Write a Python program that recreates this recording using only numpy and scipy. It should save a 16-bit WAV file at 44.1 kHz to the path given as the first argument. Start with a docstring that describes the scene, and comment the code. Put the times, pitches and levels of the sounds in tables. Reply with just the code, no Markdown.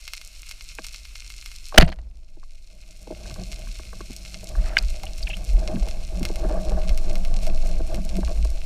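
"""Shrimp crackle all round a reef, heard by a microphone sealed in a housing on a speargun's wooden stock.
The gun fires: a tear of dense contacts and a swinging recoil overload the input and duck the gain.
Then the diver swims up: low noise buffets the housing, and gloves rub and knock the stock's ringing modes.
Hard taps are dying sines, a dragged glove is gritty contacts, and squeaks are tones bending in pitch."""
import sys
import numpy as np
from scipy import signal
from scipy.io import wavfile
from scipy.ndimage import uniform_filter1d, minimum_filter1d

SR = 44100
rng = np.random.default_rng(int(sys.argv[2]) if len(sys.argv) > 2 else 0)


def attenuation_scalar(level_db):
    """Turn a level in dB into a linear amplitude multiplier (20 dB per decade)."""
    decades = np.asarray(level_db, float) / 20
    return 10 ** decades


def file_out(sig):
    """Save sig as 16-bit WAV at sys.argv[1]."""
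    # one column per channel
    cols = np.atleast_2d(sig).T
    # limit, then scale
    lim = np.clip(cols, -1, 1)
    pcm = np.round(lim * 32767).astype(np.int16)
    wavfile.write(sys.argv[1], SR, pcm)


N = 381465


def rms_one(x):
    """Scales a signal to an rms of 1."""
    return x / np.sqrt(np.mean(x ** 2) + 1e-20)


def evened(x, span_s):
    """Divides out level changes slower than the span."""
    return x / np.sqrt(uniform_filter1d(x * x, max(round(span_s * SR), 1)) + 1e-20)


def in_time(rows):
    """Draws each column as a line through its points in time."""
    s, *columns = np.transpose(rows)
    return [np.interp(np.arange(N) / SR, s, column) for column in columns]


def swells(rows, rise_db_per_s, fall_db_per_s):
    """Level in dB: each (t/s, hold/s, level/dB) rises, holds and falls; the loudest one leads."""
    t = np.arange(N) / SR
    out = np.full(N, -200.)
    for s, hold_s, db in rows:
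        rise_db = rise_db_per_s * np.maximum(s - t, 0)
        fall_db = fall_db_per_s * np.maximum(t - s - hold_s, 0)
        out = np.maximum(out, db - rise_db - fall_db)
    return out


def cut(x, hz, kind, order=2):
    """Butterworth filter."""
    return signal.sosfilt(signal.butter(order, hz, kind, fs=SR, output="sos"), x + 1e-18)


def resonate(x, hz, width_hz):
    """One resonance with gain 1 on top."""
    r = np.exp(-np.pi * width_hz / SR)
    zeros = np.array([1, 0, -1]) * (1 - r * r) / 2
    poles = [1, -2 * r * np.cos(2 * np.pi * hz / SR), r * r]
    return signal.lfilter(zeros, poles, x + 1e-18)


def grains(per_s, spread_db):
    """Random clicks of either sign, a few much larger than the rest."""
    sizes = attenuation_scalar(spread_db * np.minimum(rng.exponential(1, N), 5)) * rng.choice([-1, 1], N)
    return sizes * (rng.random(N) < per_s / SR)


def clicks_at(seconds, sizes):
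    """Single-sample clicks at given times."""
    out = np.zeros(N)
    np.add.at(out, np.round(np.asarray(seconds) * SR).astype(int), sizes)
    return out


# resonances of the housing's shell: [f/Hz, width/Hz, level/dB]
SHELL_MODES = [(640, 60, -25), (1400, 490, -11), (2128, 100, 0.5), (2553, 350, 0), (3710, 830, -4),
               (4244, 355, 2), (5420, 580, -1), (6860, 1600, -6), (8920, 1200, -7.5), (10720, 1300, -12),
               (13900, 1500, -17.5)]


def housing(x):
    """Sound in the water reaches the capsule through the shell's resonances, alternating in polarity."""
    return sum((-1) ** k * attenuation_scalar(db) * resonate(x, hz, width) for k, (hz, width, db) in enumerate(SHELL_MODES))


# near snaps, from shrimp and the odd hard touch on the housing: [t/s, relative level/dB, treble level/dB]
NEAR_SNAPS = [(0.0784, -26.5, -5), (0.135, -23, -3), (0.2142, -33, -4), (0.4924, -37, 4.5),
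              (0.5117, -28.5, -5), (0.609, -33, -8), (0.846, -30, -2.5), (0.867, -33.5, 4.5),
              (0.9448, -31, -5), (1.0525, -34.5, -5), (1.156, -31.5, -8.5), (1.302, -32.5, -3),
              (1.4599, -30, -2), (1.516, -35, -5), (2.036, -40, -9), (2.287, -35.5, -4.5),
              (3.3118, -37, -8), (3.5297, -32, -8), (4.1643, -48, 16), (4.2506, -37, -32),
              (4.3435, -31, -38), (4.7819, -21, -6.5), (5.034, -30.5, -3), (5.077, -42, -13),
              (5.236, -50, 10), (5.1825, -36.5, 0.5), (5.3691, -33, -1), (5.676, -28, -33),
              (5.886, -31, -1.5), (6.2303, -27.5, -2), (6.2522, -20.5, -3.5), (6.358, -29.5, -1),
              (6.893, -26.5, -6), (6.976, -29, 1), (7.155, -28, -4), (7.2497, -29.5, -4), (7.4674, -29, -2),
              (7.945, -29, -2.5), (8.1681, -32, 0), (8.448, -55.5, 20)]
# snaps returning off rocks and bottom: [delay t/s, level/dB]
SNAP_ECHOES = [(.0045, -17), (.0065, -15.5), (0.01, -18)]


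def reef():
    """Far shrimp blur to a hiss, nearer ones crackle in clumps, the nearest snap with a few echoes."""
    far = attenuation_scalar(-52.5) * rms_one(housing(rng.standard_normal(N)))

    clumps = attenuation_scalar(5.2 * rms_one(cut(rng.standard_normal(N), 15, "low")))
    # small claws click high, large ones reach down
    claw_bands_hz = ([900, 3500], [1800, 9000], [3500, 8000], [6000, 16000])
    claws = sum(cut(grains(140 * clumps, spread_db=4.2), band, "band") for band in claw_bands_hz)
    crackle = attenuation_scalar(-48.5) * rms_one(housing(claws))

    s, peak_db, treble_db = np.transpose(NEAR_SNAPS)
    low = cut(clicks_at(s, attenuation_scalar(peak_db)), 6060, "low")
    high = cut(clicks_at(s, attenuation_scalar(peak_db + treble_db)), 3840, "high")
    # the direct snap, a fading haze of scatter, and distinct echoes
    t = np.arange(SR // 30) / SR
    scatter = attenuation_scalar(-26 - 60 * t / .04) * rng.standard_normal(len(t))
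    scatter[0] = 1
    for delay_s, db in SNAP_ECHOES:
        scatter[round(delay_s * SR)] = attenuation_scalar(db)
    snaps = signal.fftconvolve(housing(low + high), scatter)[:N]
    return far + crackle + attenuation_scalar(31.5) * snaps


# water past the housing as the diver lies still, then swims up: [t/s, surge level/dB, buffet level/dB]
WATER_FLOW = [(0.0, -45, -48.5), (0.5, -44, -44), (1.3, -43.5, -41), (1.75, -34.5, -44), (2.0, -24, -12),
              (2.45, -18.5, -34), (3.1, -50.5, -38), (3.5, -53, -33.5), (4.1, -47, -38), (4.45, -41, -40.5),
              (4.9, -28.5, -34), (5.4, -36.5, -29.5), (5.8, -24.5, -35), (6.4, -27.5, -26.5),
              (6.7, -18, -24.5), (7.6, -13.5, -30.5), (8.05, -24, -26.5), (8.65, -23, -28)]
# the gun lurches through the water and the buffet swells: [t/s, level/dB]
GUN_LURCHES = [(3.679, -26.5), (4.605, -14.5), (4.86, -18), (5.249, -23.5), (5.549, -11), (5.829, -18),
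               (6.13, -21.5), (6.47, -17), (6.739, -17.5), (6.91, -17), (7.81, -18.5), (8.24, -17),
               (8.42, -13)]


def flow():
    """Eddies push the housing: a slow surge and a faster buffet near the mount's own swing."""
    surge_db, buffet_db = in_time(WATER_FLOW)
    lurches = swells([(s, 0, db) for s, db in GUN_LURCHES], rise_db_per_s=191, fall_db_per_s=133)
    lurch_db = np.maximum(buffet_db, lurches)

    surge = resonate(cut(rng.standard_normal(N), 27, "low"), 17, 1.2)
    buffet = cut(cut(rng.standard_normal(N), 50, "low", order=7), 26, "high")
    # smaller eddies sit above the buffet in pitch
    small = cut(cut(rng.standard_normal(N), 87, "low"), 42, "high")
    eddies = attenuation_scalar(-17.5) * rms_one(small)
    return attenuation_scalar(surge_db) * evened(surge, 0.086) + attenuation_scalar(lurch_db) * evened(buffet, .09) + attenuation_scalar(buffet_db) * eddies


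# gloves and line working on the stock: [t/s, bending level/dB, rubbing level/dB]
GLOVE_HANDLING = [(0.0, -85, -78), (1.6, -85, -82), (1.9, -44, -66.5), (2.1, -56, -61), (2.9, -55.5, -68),
                  (3.2, -48, -58), (3.9, -53.5, -68.5), (4.3, -54, -67.5), (4.6, -45, -54.5),
                  (5.2, -53, -63), (5.65, -42, -49), (6.1, -50, -57.5), (6.45, -53, -44.5), (6.8, -55, -48),
                  (7.2, -40.5, -50.5), (7.9, -47, -53), (8.3, -53, -52.5), (8.65, -60, -58.5)]
# a glove slips briefly on the wood: [t/s, hold/s, level/dB]
GLOVE_RUBS = [(5.63, 0.0034, -40.5), (6.5, 0.0095, -38), (6.65, 0.03, -42.5), (6.72, 0.005, -37.5),
              (6.775, 0.0073, -42)]
# the stock flexes and its low modes groan: [t/s, hold/s, level/dB]
STOCK_FLEXES = [(3.67, 0.018, -47.5), (4.02, 0.092, -51), (5.32, 0.34, -44.5), (5.75, 0.055, -37),
                (6.2, 0.016, -33), (6.58, 0.047, -35.5), (6.71, 0.045, -33), (6.86, 0.014, -33),
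                (8.0, 0.047, -29), (8.19, 0.033, -25.5), (8.41, 0.014, -34)]
# knocks on the stock: [t/s, relative level/dB, hardness level/dB, favoured f/Hz]
STOCK_KNOCKS = [(0.786, -19, -9.5, 500), (1.723, -25.5, 2.5, 633), (1.744, -13.5, -14, 630),
                (1.815, 15, -25.5, 240), (1.895, -6, -20, 183), (2.368, -14.5, -26.5, 377),
                (2.43, -25.5, 3, 666), (3.072, -12.5, -36, 485), (3.105, -11.5, -32, 410),
                (3.121, -15.5, -23, 520), (3.256, -34.5, 2, 590), (3.305, -22, -13, 135),
                (3.359, -29.5, -1.5, 620), (3.671, -26.5, -5.5, 200), (3.794, -23, -6, 410),
                (3.929, -24, -0.5, 612), (4.005, -19.5, -9, 364), (4.099, -23, -31, 248),
                (4.431, -24, -21, 640), (4.552, -29.5, 4, 716), (5.036, -19, -16, 738),
                (5.292, -24.5, -28, 626), (5.741, -6.5, -26, 240), (5.767, -11.5, -21, 232),
                (5.826, -23, -22, 640), (5.872, -18.5, -25, 640), (6.208, -11, -25, 220),
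                (6.298, -12, -34, 333), (6.445, -11, -11.5, 340), (7.802, -12, -20, 420),
                (8.183, -10, -35, 382), (8.23, -18, -7, 640), (8.279, -23, -5.5, 368),
                (8.449, -21, -10, 514)]
# modes of the wooden stock: [f/Hz, nominal width/Hz, level/dB when rubbed]
STOCK_MODES = [(101, 16, -0.5), (142, 31, -9.5), (183, 18, -1.5), (227.4, 43, -19.5), (331, 60, 2.5),
               (630, 59.6, 8.5), (766, 95, -3.5), (500, 110, -1), (1124, 96, -9), (1557, 190, -11)]


def stock():
    """Rubbing grains and knocks ring the same wooden modes; low modes follow bending, high ones rubbing."""
    bend_db, rub_db = in_time(GLOVE_HANDLING)
    rub_db = np.maximum(rub_db, swells(GLOVE_RUBS, rise_db_per_s=546, fall_db_per_s=462))
    flex_db = np.maximum(bend_db, swells(STOCK_FLEXES, rise_db_per_s=273, fall_db_per_s=231))
    grip = attenuation_scalar(3.2 * rms_one(cut(rng.standard_normal(N), 9, "low")))

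    # every knock is a contact of its own: one firm touch and a gritty slide after it
    s, peak_db, hardness_db, spot_hz = np.transpose(STOCK_KNOCKS)
    t = np.arange(SR // 20) / SR
    during = np.round(s * SR).astype(int)[:, None] + np.arange(len(t))
    contacts = attenuation_scalar(-4 - 60 * t / 0.028) * rng.standard_normal(during.shape)
    contacts[:, 0] = attenuation_scalar(21.5)
    scatter_db = rng.normal(0, 2, (len(s), len(STOCK_MODES)))

    out = np.zeros(N)
    for k, (hz, width, db) in enumerate(STOCK_MODES):
        # soft rubber: the mode stands clear of its skirts
        rubbed = resonate(grip * grains(1200.0, spread_db=3.5), hz, width)
        rubbed = resonate(rubbed, hz, 3.0 * width)
        drive_db = bend_db if hz < 160 else flex_db if hz < 260 else rub_db
        out += attenuation_scalar(db + drive_db) * rms_one(rubbed)

        # where the blow lands favours the nearest low mode; its hardness sets the high ones
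        reach_db = hardness_db if hz > 900 else -12 * np.abs(np.log2(hz / spot_hz))  # dB per octave away
        blows = np.zeros(N)
        np.add.at(blows, during, attenuation_scalar(peak_db + reach_db + scatter_db[:, k])[:, None] * contacts)
        rung = resonate(resonate(blows, hz, 0.94 * width), hz, 4.5 * width)
        # narrow modes gather a short blow less: made up by their width
        out += attenuation_scalar(50.0) / width * cut(rung, 1.2 * hz, "low", order=3)
    return out


def tap(start_s, level_db, hz, t60):
    """A ring that swells over a cycle or two and buzzes as the parts chatter."""
    out = np.zeros(N)
    t = np.arange(round(2 * t60 * SR)) / SR
    chatter = 1 + .35 * rms_one(cut(rng.standard_normal(len(t)), hz / 3, "low"))
    swell = (1 - np.exp(-t * hz)) ** 2
    i = round(start_s * SR)
    out[i:i + len(t)] = attenuation_scalar(level_db - 60 * t / t60) * swell * chatter * np.sin(2 * np.pi * hz * t)
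    return out


# hard taps ringing one part of the rig: [t/s, level/dB, f/Hz, t60/s]
HARD_TAPS = [(0.7855, -20, 2500, .009), (0.786, -27, 1600, .025), (3.592, -38, 3100, .012),
             (1.848, -18, 7800, .006), (1.864, -18, 8600, .006), (1.782, 8, 680, .05),
             (1.805, -6, 2000, .02), (1.824, -3, 690, .1), (1.864, -9, 640, .12), (2.092, -38, 5200, .02),
             (1.9, -17, 4200, .02), (1.9195, -15, 4100, .015), (4.7685, 8, 2150, 0.007),
             (4.769, -2, 1600, 0.014), (4.7688, -8, 2950, 0.02), (4.7862, -3, 4770, 0.009),
             (4.786, -11, 2500, 0.011)]


def taps():
    """Each hard touch rings a single part, kept clear of the lows."""
    return cut(sum(tap(*row) for row in HARD_TAPS), 400, "high")


# broad resonances of the spear track: [f/Hz, width/Hz, level/dB]
TRACK_MODES = [(640, 140, -0.5), (1450, 530, 2), (2010, 440, 4), (2900, 250, 0), (4400, 800, 0.5),
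               (6500, 870, -15), (11300, 5500, -27.5)]


def track(per_s, spread_db):
    """Dense contacts ring the broad resonances of the spear track, each with its own grains."""
    modes = [attenuation_scalar(db) * rms_one(resonate(grains(per_s, spread_db), hz, width)) for hz, width, db in TRACK_MODES]
    return rms_one(sum(modes))


def ring(start_s, level_db, hz, t60):
    """A dying sine."""
    t = np.maximum(np.arange(N) / SR - start_s, 0)
    return attenuation_scalar(level_db - 60 * t / t60) * np.sin(2 * np.pi * hz * t)


# trigger, release, bands and line tearing along the track in bursts: [t/s, hold/s, level/dB]
SHOT_BURSTS = [(1.744, .004, -29.5), (1.758, .01, -45), (1.779, 0.005, 5), (1.792, 0.0011, -14),
               (1.8, 0.0091, -10), (1.811, 0.0026, -1.5), (1.818, 0.01, -3), (1.83, 0.026, -24),
               (1.876, 0.016, -17), (1.899, 0.00094, -21), (1.92, 0.008, -16.5), (1.932, 0.0018, -23.5),
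               (1.988, 0.0037, -30)]
# swings of the gun and its barrel: [direction, t/s, level/dB, f/Hz, t60/s]
RECOIL_SWINGS = [(-1, 1.788, 18, 40, .06), (1, 1.811, 11, 16, .3), (-1, 1.8272, 9, 157, .11),
                 (-1, 1.84, 2, 60, .3)]


def shot():
    """A rattling tear of dense contacts that also shakes the stock, and the recoil swinging the gun back."""
    rise_db_per_s = 12000
    strength = attenuation_scalar(swells(SHOT_BURSTS, rise_db_per_s, fall_db_per_s=4000))
    tear = strength * track(4000.0, spread_db=6.0)
    # only the spear itself tears brightly; once it is gone the bands slap dull
    spear_s, release_s = SHOT_BURSTS[2][0], SHOT_BURSTS[1][0]
    sheen = attenuation_scalar(swells([(spear_s, 0, 0)], rise_db_per_s, fall_db_per_s=196.5))
    tear = sheen * tear + (1 - sheen) * cut(tear, 5460, "low")

    # the slack bands keep shaking the stock's low modes, dying by 60 dB in 0.99 s
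    rattle = attenuation_scalar(swells([(release_s, 0, -21.5)], rise_db_per_s, fall_db_per_s=60 / 0.99))
    jolts = (strength + rattle) * rms_one(grains(700, spread_db=4))
    shaken = sum(resonate(jolts, hz, 0.57 * width) for hz, width, db in STOCK_MODES if hz < 700)

    recoil = sum(way * ring(*swing) for way, *swing in RECOIL_SWINGS)
    return tear + attenuation_scalar(12.5) * shaken + recoil


# a glove dragging along the track: [t/s, level/dB before dulling]
GLOVE_SCRAPE = [(4.5, -84), (4.58, -45), (4.62, -50), (4.66, -36), (4.75, -39.5), (4.84, -45), (4.9, -97)]


def scrape():
    """Slow, gritty contacts, dulled by the glove."""
    return attenuation_scalar(in_time(GLOVE_SCRAPE)[0]) * cut(track(500.0, spread_db=1.5), 1300, "low")


# wet rubber squeaks: [t/s, length/s, start f/Hz, middle f/Hz, end f/Hz, level/dB]
RUBBER_SQUEAKS = [(5.067, 0.0055, 2820, 2900, 3060, -31), (5.229, 0.0089, 5000, 4400, 4670, -29),
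                  (5.27, 0.013, 2960, 2410, 2220, -27.5), (5.299, 0.025, 2960, 2460, 3480, -31.5),
                  (5.331, 0.0183, 2633, 2760, 3300, -30.5)]


def squeaks():
    """Stick-slip tones that bend in pitch, with an uneven grip."""
    out = np.zeros(N)
    for s, length_s, start_hz, mid_hz, end_hz, db in RUBBER_SQUEAKS:
        u = np.linspace(0, 1, round(length_s * SR))
        hz = np.interp(u, [0, .5, 1], [start_hz, mid_hz, end_hz])
        hz = hz * (1 + .02 * rms_one(cut(rng.standard_normal(len(u)), 500, "low")))
        grip = 1 + .6 * rms_one(cut(rng.standard_normal(len(u)), 500, "low"))
        envelope = np.sin(np.pi * u ** 0.34) ** 0.39
        i = round(s * SR)
        out[i:i + len(u)] += attenuation_scalar(db) * envelope * grip * np.sin(2 * np.pi * np.cumsum(hz) / SR)
    return out


def scene():
    """Reef, water, handling and the shot, summed to one channel."""
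    return (reef() + flow() + stock() + taps() + shot() + scrape() + squeaks())[None]


def band_limit(x):
    """A steep low-pass at the top of the band."""
    return signal.sosfilt(signal.butter(12, 16550, fs=SR, output="sos"), x)


def record(dry):
    """Gain control pulls loud sound down, holds, and creeps back; what it misses saturates."""
    duck_above_db, duck_slope = -10.5, 1.187  # slope: dB taken off per dB over
    hold_s, release_db_per_s, glide_s = 0.32, 19, .035
    t = np.arange(N) / SR
    power = np.abs(cut(dry[0] ** 2, 8, "low", order=1))
    level_db = 10 * np.log10(power + 1e-12)
    over_db = duck_slope * np.maximum(level_db - duck_above_db, 0)

    # the deepest duck of the past hold time stands, then lets go at a steady rate
    hold = round(hold_s * SR)
    held_db = -minimum_filter1d(-over_db, hold, origin=(hold - 1) // 2)
    released_db = np.maximum.accumulate(held_db + release_db_per_s * t) - release_db_per_s * t
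    r = np.exp(-1 / (glide_s * SR))
    gain = attenuation_scalar(-signal.lfilter([1 - r], [1, -r], released_db))

    saturated = np.tanh(dry * gain)
    return band_limit(cut(saturated, 15000, "low", order=5))


dry = scene()
out = record(dry)
file_out(out)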